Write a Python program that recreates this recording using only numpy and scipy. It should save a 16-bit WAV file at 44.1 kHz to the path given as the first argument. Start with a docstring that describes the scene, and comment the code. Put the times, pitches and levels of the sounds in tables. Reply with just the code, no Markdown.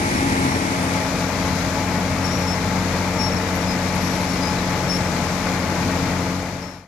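"""A six-cylinder diesel drones across a night street: a tracked road machine is creeping along.
Its firings make the drone and a clatter, hydraulic pumps whine and the fan roars;
the crawler track hisses with grit and squeals as its dry pins stick and slip.
Within about a second the stereo view dissolves from across the street to a spot beside the track,
with the machine to the left of the microphones. The sound fades out at the end."""
import sys
import numpy as np
from scipy import signal
from scipy.fft import rfft, irfft, next_fast_len
from scipy.io import wavfile
from scipy.ndimage import map_coordinates

SR = 44100
rng = np.random.default_rng(int(sys.argv[2]) if len(sys.argv) > 2 else 0)


def log_audio(samples):
    """Write samples as a 16-bit WAV file to the path given in sys.argv[1]."""
    # one column per channel
    frames = np.atleast_2d(samples).T
    # limit to full scale, then quantise
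    limited = np.clip(frames, -1, 1)
    pcm = np.round(limited * 32767).astype(np.int16)
    wavfile.write(sys.argv[1], SR, pcm)


N = 302967

GOVERNED_HZ = 30.06  # crankshaft turns per second
LABOUR = (6.37, 0.34, 5.7)  # the low drone swells once: time in seconds, half width in seconds, dB


def exhaust(turns, near):
    """Three firings a turn give the main tones; unequal cylinders add wavering half orders."""
    # Firing tones, swelling as the machine creeps past. Each row: multiple of crankshaft speed, far and
    # near level in dB, swell time and half width in seconds, swell in dB, share of the LABOUR swell.
    firing_tones = [(3.002, -32.5, -34, 2.66, 0.74, 4.5, 0.68), (5.997, -33, -30, 3.8, 0.96, 2.5, 0.23),
                    (8.997, -29.5, -36, 1.34, 1.1, 4.8, 1), (14.97, -44, -41.5, 3.4, 0.43, 3.5, 0.52),
                    (21.13, -43.5, -49, 1.1, 1, 11, .9)]
    # Exhaust and block tones. 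Each row: multiple of crankshaft speed, level in dB.
    block_tones = [(1, -62), (1.5, -40.5), (2.5, -41.5), (3.5, -47.5), (4.5, -38.5), (5.5, -44),
                   (7.5, -51.5), (8, -51), (8.5, -49), (10.5, -43), (12, -52.5), (16, -50), (19.5, -51),
                   (27, -48.5)]
    firing = uneven = 0
    for order, far_db, near_db, s, half_width, swell_db, share in firing_tones:
        beside_db = near_db + swell(s, half_width, swell_db)
        db = far_db + near * (beside_db - far_db) + share * swell(*LABOUR)
        firing += amp(db) * tone(order * turns, waver_db=.45, waver_rate=11, slip=.06)
    for order, db in block_tones:
        uneven += amp(db) * tone(order * turns, waver_db=2 * min(order / 9, 1), waver_rate=9, slip=.079)
    dip_db = -12 * np.sin(np.pi * near)  # deepest midway through the dissolve
    return (firing + uneven * amp(dip_db)) * pan(2.7)


def housing(turns, near):
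    """The hollow engine cover booms with the knocks, and every firing sets off a short clatter."""
    far_db, near_db, clatter_db, spread_db = -33.5, -45, -47.5, 14
    boom_db = far_db + near * (near_db - far_db) + 1.6 * swell(*LABOUR)
    boom = amp(boom_db) * resonant(knocks(turns), centre_hz=266, width_hz=183)
    since_firing = 3 * turns % 1
    blows = np.exp(-since_firing / 0.33) * amp(spread_db * np.tanh(wobble(60)))
    clatter = np.array([resonant(blows, centre_hz=2090, width_hz=540) for side in range(2)])
    return boom * pan(2.7) + amp(clatter_db) * clatter * pan(2.3)


def knocks(turns):
    """The gain by which shaft and cylinders pulse the engine noise."""
    # Engine throb. Each row: multiple of crankshaft speed, depth as a fraction.
    pulses = [(1, 0.062), (2.5, 0.029), (3, 0.029), (3.5, 0.078), (6, 0.028)]
    return 1 + sum(depth * np.cos(2 * np.pi * (order * turns + rng.random())) for order, depth in pulses)


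def roar(turns, near):
    """Fan and engine noise throb with the firings; air and grit hiss from the track side."""
    # Fan and engine roar, far and near. Each row: frequency in Hz, relative density in dB.
    roar_far = [(20, -38), (45, -13), (75, -5), (110, 0), (170, -4), (240, 0.5), (330, -5.5), (430, -9),
                (650, -10), (900, -7.5), (1300, -14.5), (1750, -14), (2200, -10.5), (2500, -16.5),
                (2900, -27), (5000, -70)]
    roar_near = [(20, -32), (45, -10), (75, -4), (115, 1.2), (250, -0.4), (385, -9), (530, -3.5), (660, -5),
                 (770, -8), (870, -7), (1150, -8.5), (1800, -12.5), (2080, -10.5), (2400, -12.5),
                 (2700, -18.5), (4500, -42.5)]
    # Hiss of fan air and grit, far and near. Each row: frequency in Hz, relative density in dB.
    hiss_far = [(1500, -42), (2900, 3.5), (5500, 2), (7000, -0.5), (9000, -5), (10000, -2.5), (11500, -8.5),
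                (13000, -18.5), (14000, -16)]
    hiss_near = [(1500, -55), (2900, -1), (4000, 2.5), (5500, 1.7), (7000, -1.5), (8200, -8), (9200, -15),
                 (9800, -7), (10500, -11.5), (11700, -10.5), (12900, -22), (13400, -11), (14200, -24)]
    # Balance at the microphones, far and near. Each row: frequency in Hz, left minus right in dB.
    lean_far = [(100, 3.5), (600, 2.5), (2200, -0.5), (4000, 8), (6000, 16.5), (9000, 7.5), (13000, 12)]
    lean_near = [(100, 3.2), (600, 3.6), (1200, 7.1), (2200, 5.1), (3000, 7.2), (4500, 13.3), (6000, 21.4),
                 (7500, 11.3), (9000, 1), (10000, 2.5), (11000, 9.6), (12300, 23), (14000, 10.5)]
    throb = knocks(turns) * amp(0.35 * wobble(25) + 0.29 * wobble(250))
    grit = amp(0.56 * wobble(3.04) + 0.34 * wobble(20) + 0.6 * wobble(350))
    across = amp(-22.5) * rush(throb, roar_far, lean_far, lag_s=.00037)
    across += amp(-33.5) * rush(grit, hiss_far, lean_far, lag_s=.00045)
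    beside = amp(-25) * rush(throb, roar_near, lean_near, lag_s=0)
    beside += amp(-35.5) * rush(grit, hiss_near, lean_near, lag_s=0)
    return np.sqrt(1 - near) * across + np.sqrt(near) * beside


def pumps(speed):
    """The pumps follow the engine and swell with the pressure; their close tones beat and waver."""
    # Pump and gear tones. Each row: pitch in Hz at governed speed, base level in dB,
    # swell time and half width in seconds, swell in dB.
    pump_tones = [(338, -47, 0.31, 0.33, 13), (622, -45.5, 2.5, .5, 3), (683.4, -46, 7.2, 0.98, 8),
                  (721, -56, 0.23, .4, 10), (839, -44.5, 1.2, .8, 2.5), (855, -37.5, 0.37, .6, 2.5),
                  (859, -44.5, 2.2, 1, 2), (906, -49, 3.8, .4, 7), (2390, -51.5, 0.26, .4, 6)]
    # Pushes of hydraulic pressure. Each row: time in seconds, half width in seconds, rise in dB.
    pushes = [(2.3, 0.15, 1.5), (3.15, 0.32, 4), (4.8, 0.25, 5), (6.55, 0.24, 0)]
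    rest_db, hunt_db = -2, 1.6
    engine_time = np.cumsum(speed / GOVERNED_HZ) / SR
    whine = 0
    for hz, db, *rise in pump_tones:
        cycles = hz * engine_time + .025 * wobble(30)
        whine += amp(db + swell(*rise)) * tone(cycles, waver_db=1.2, waver_rate=6, slip=.35)
    pressure_db = rest_db + hunt_db * wobble(4.8) + sum(swell(*push) for push in pushes)
    return amp(pressure_db) * whine * pan(3.5)


def track():
    """Dry pins stick and slip, each singing a gliding, rasping tone and its octave; shoes scrape grit."""
    # Pin squeals. Each row: start and length in seconds, pitch in Hz, glide in Hz per second,
    # levels of tone and octave at the pin in dB, stutter from 0 to 1.
    squeals = [(.15, 0.054, 5430, -300, -37, -54, 0.4), (0.478, 0.11, 5540, -400, -40, -56, 0),
               (.808, 0.068, 8800, 600, -41.5, -90, 0), (.87, .09, 8880, 300, -54, -90, .3),
               (1.14, 0.11, 8880, 597, -50, -92, .3), (2.09, .11, 8660, -300, -49.5, -90, .6),
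               (2.387, 0.072, 8570, 0, -50, -90, .2), (2.236, 0.04, 5540, 0, -30.5, -45, 0),
               (2.265, .04, 5290, -100, -34, -60, .6), (2.289, 0.1, 5630, 600, -31.5, -49, 0.2),
               (2.372, 0.093, 5700, 500, -36, -53, 0.3), (2.405, 0.065, 5300, 500, -35, -58, .35),
               (2.458, 0.098, 5400, 700, -31.5, -57, 0.6), (3.18, 0.12, 5490, 200, -24.5, -50, 0),
               (3.302, 0.094, 5490, 200, -34.5, -60, 0.9), (3.533, .067, 5850, -700, -44, -46, .5),
               (3.593, .07, 5600, -1500, -41, -48, .7), (3.66, 0.087, 5100, 0, -33, -56, 0),
               (3.995, 0.21, 5670, -100, -38, -46.5, 0.4), (4.19, .08, 5585, -200, -45, -46, 0.5),
               (4.272, 0.1, 5510, -900, -39, -48, 0.5), (4.338, .06, 5120, 0, -39, -54, .7),
               (4.407, 0.1, 5030, -400, -33.5, -54, 0.44), (4.474, 0.087, 5150, 1000, -38, -52, 0.4),
               (4.879, 0.12, 5435, 800, -27.5, -45, 0.17), (5.035, .03, 5400, 0, -43, -60, 0),
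               (4.98, .21, 8000, -150, -48, -90, .5), (5.19, .18, 8110, -100, -48.5, -90, .5),
               (6.606, 0.23, 5355, -78, -35, -62, 0.4)]
    # Shoe scrapes. Each row: time and half width in seconds, level in dB, centre and width in Hz.
    shoe_scrapes = [(3.3, .03, -46, 3900, 350), (3.96, 0.012, -38, 10500, 4500), (4.6, .02, -36, 3940, 350)]
    attack_s, release_s, slips_per_s = 0.024, 0.026, 20.4
    # A squeal weakens as the pin frees itself and swells as pressure lifts its pitch.
    sag_db_per_s, lift_db_per_hz = 20, 0.02
    pins = np.zeros(N + SR)
    flutter_db = 1.8 * wobble(170) + wobble(60)
    jitter_hz = 13 * wobble(260) + 4 * wobble(40)
    scratch = wobble(700) + 1j * wobble(700)
    for s, length, hz, glide, db, octave_db, stutter in squeals:
        t = np.arange(int(length * SR)) / SR
        at = int(s * SR) + np.arange(len(t))
        pitch = hz + glide * (t - length / 2) + jitter_hz[at % N] * (.5 + stutter)
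        phase = 2 * np.pi * np.cumsum(pitch) / SR
        envelope = np.clip(np.minimum(t / attack_s, (length - t) / release_s), 0, 1)
        envelope *= amp((lift_db_per_hz * glide - sag_db_per_s) * t)
        catching = 1 - stutter * np.abs(np.cos(np.pi * slips_per_s * t))
        grip = unit(envelope * catching * amp(flutter_db[at % N] * stutter))
        rasp = 1 + 0.38 * (.25 + stutter) * scratch[at % N]
        note, octave = (unit(np.imag(rasp * np.exp(1j * k * phase))) for k in (1, 2))
        pins[at] += grip * (amp(db) * note + amp(octave_db) * octave)
    scrapes = sum(swell(s, half_width, amp(db)) * resonant(amp(flutter_db), hz, width)
                  for s, half_width, db, hz, width in shoe_scrapes)
    return street(pins[:N] + scrapes, t60=0.35, wet_db=-9.5) * amp([[0], [-18]] + np.array([[1], [0]]))


def street(x, t60, wet_db):
    """Steel plates, road and house fronts scatter a sound, differently to each microphone."""
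    t = np.arange(SR // 2) / SR
    tail = rng.standard_normal((2, len(t))) * amp(-60 * t / t60)
    return x + amp(wet_db) * signal.fftconvolve(x[None], tail / np.linalg.norm(tail[0]), axes=1)[:, :N]


def rush(drive, spectrum, lean, lag_s):
    """Turbulence, pulsed by drive and then coloured; it reaches the right microphone lag_s late."""
    # Likeness of the two sides. Each row: frequency in Hz, correlation from 0 to 1.
    likeness = [(100, 1), (300, 0.92), (600, 0.94), (1100, 0.6), (2200, 0.41), (4000, 0.12), (10000, 0.039)]

    def colour(hz):
        spread = np.arccos(along(likeness, hz)) / 2
        return amp(along(spectrum, hz)) * np.array([np.ones_like(hz), np.tan(spread)])
    mid, side = filtered(drive * rng.standard_normal((2, N)), colour)
    pair = filtered(np.array([mid + side, mid - side]), lambda hz: pan(along(lean, hz)))
    left, right = pair / pair.mean(axis=0).std()
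    return np.array([left, np.roll(right, round(lag_s * SR))])


def resonant(drive, centre_hz, width_hz):
    """Noise of rms 1, pulsed by drive, ringing in one steep resonance."""
    def band(hz):
        return (1j * hz * width_hz / (centre_hz ** 2 - hz ** 2 + 1j * hz * width_hz)) ** 2
    return unit(filtered(drive * rng.standard_normal(N), band))


def tone(cycles, waver_db, waver_rate, slip):
    """A sine of rms 1 that wavers in strength and, by about slip radians, in phase."""
    phase = 2 * np.pi * (cycles + rng.random()) + slip * wobble(waver_rate)
    return unit(amp(waver_db * wobble(waver_rate)) * np.sin(phase))


def swell(s, half_width, height):
    """A bell-shaped rise and fall around time s."""
    return height * np.exp(-.5 * ((np.arange(N) / SR - s) / half_width) ** 2)


def ramp(start_s, end_s):
    """0 before the start, 1 after the end, straight in between."""
    return np.clip((np.arange(N) / SR - start_s) / (end_s - start_s), 0, 1)


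def wobble(rate):
    """A smooth random curve, rate knots a second."""
    return map_coordinates(rng.standard_normal(int(N * rate / SR) + 4), [np.arange(N) * rate / SR])


def filtered(x, response):
    """x shaped by a response of frequency."""
    m = next_fast_len(N + SR // 2)
    return irfft(rfft(x, m) * response(np.fft.rfftfreq(m, 1 / SR)), m)[..., :N]


def along(points, hz):
    """Interpolate (Hz, value) points on a log frequency axis."""
    freqs, values = np.transpose(points)
    return np.interp(np.log(hz + 1), np.log(freqs + 1), values)


def pan(lean_db):
    """Left and right gains with mean 1, the left lean_db louder."""
    pair = np.array([amp(np.atleast_1d(lean_db) / 2), amp(-np.atleast_1d(lean_db) / 2)])
    return pair / pair.mean(axis=0)


def amp(db):
    """Decibels to gain."""
    return 10 ** (np.asarray(db) / 20)


def unit(x):
    """Scale to rms 1."""
    return x / np.sqrt(np.mean(x ** 2) + 1e-20)


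def scene():
    """One crankshaft paces engine and pumps; near goes from 0 across the street to 1 beside the track."""
    speed = GOVERNED_HZ + swell(3.15, half_width=.55, height=.28)  # the engine briefly runs faster
    turns = np.cumsum(speed) / SR
    near = ramp(start_s=0.44, end_s=1.13)
    return exhaust(turns, near) + pumps(speed) + housing(turns, near) + roar(turns, near) + track()


def record(dry):
    """The sound fades out evenly at the end; the highest treble is cut off throughout."""
    fade = 1 - ramp(start_s=6.103, end_s=6.896)
    return filtered(dry * fade, lambda hz: hz < 14200)


dry = scene()
out = record(dry)
log_audio(out)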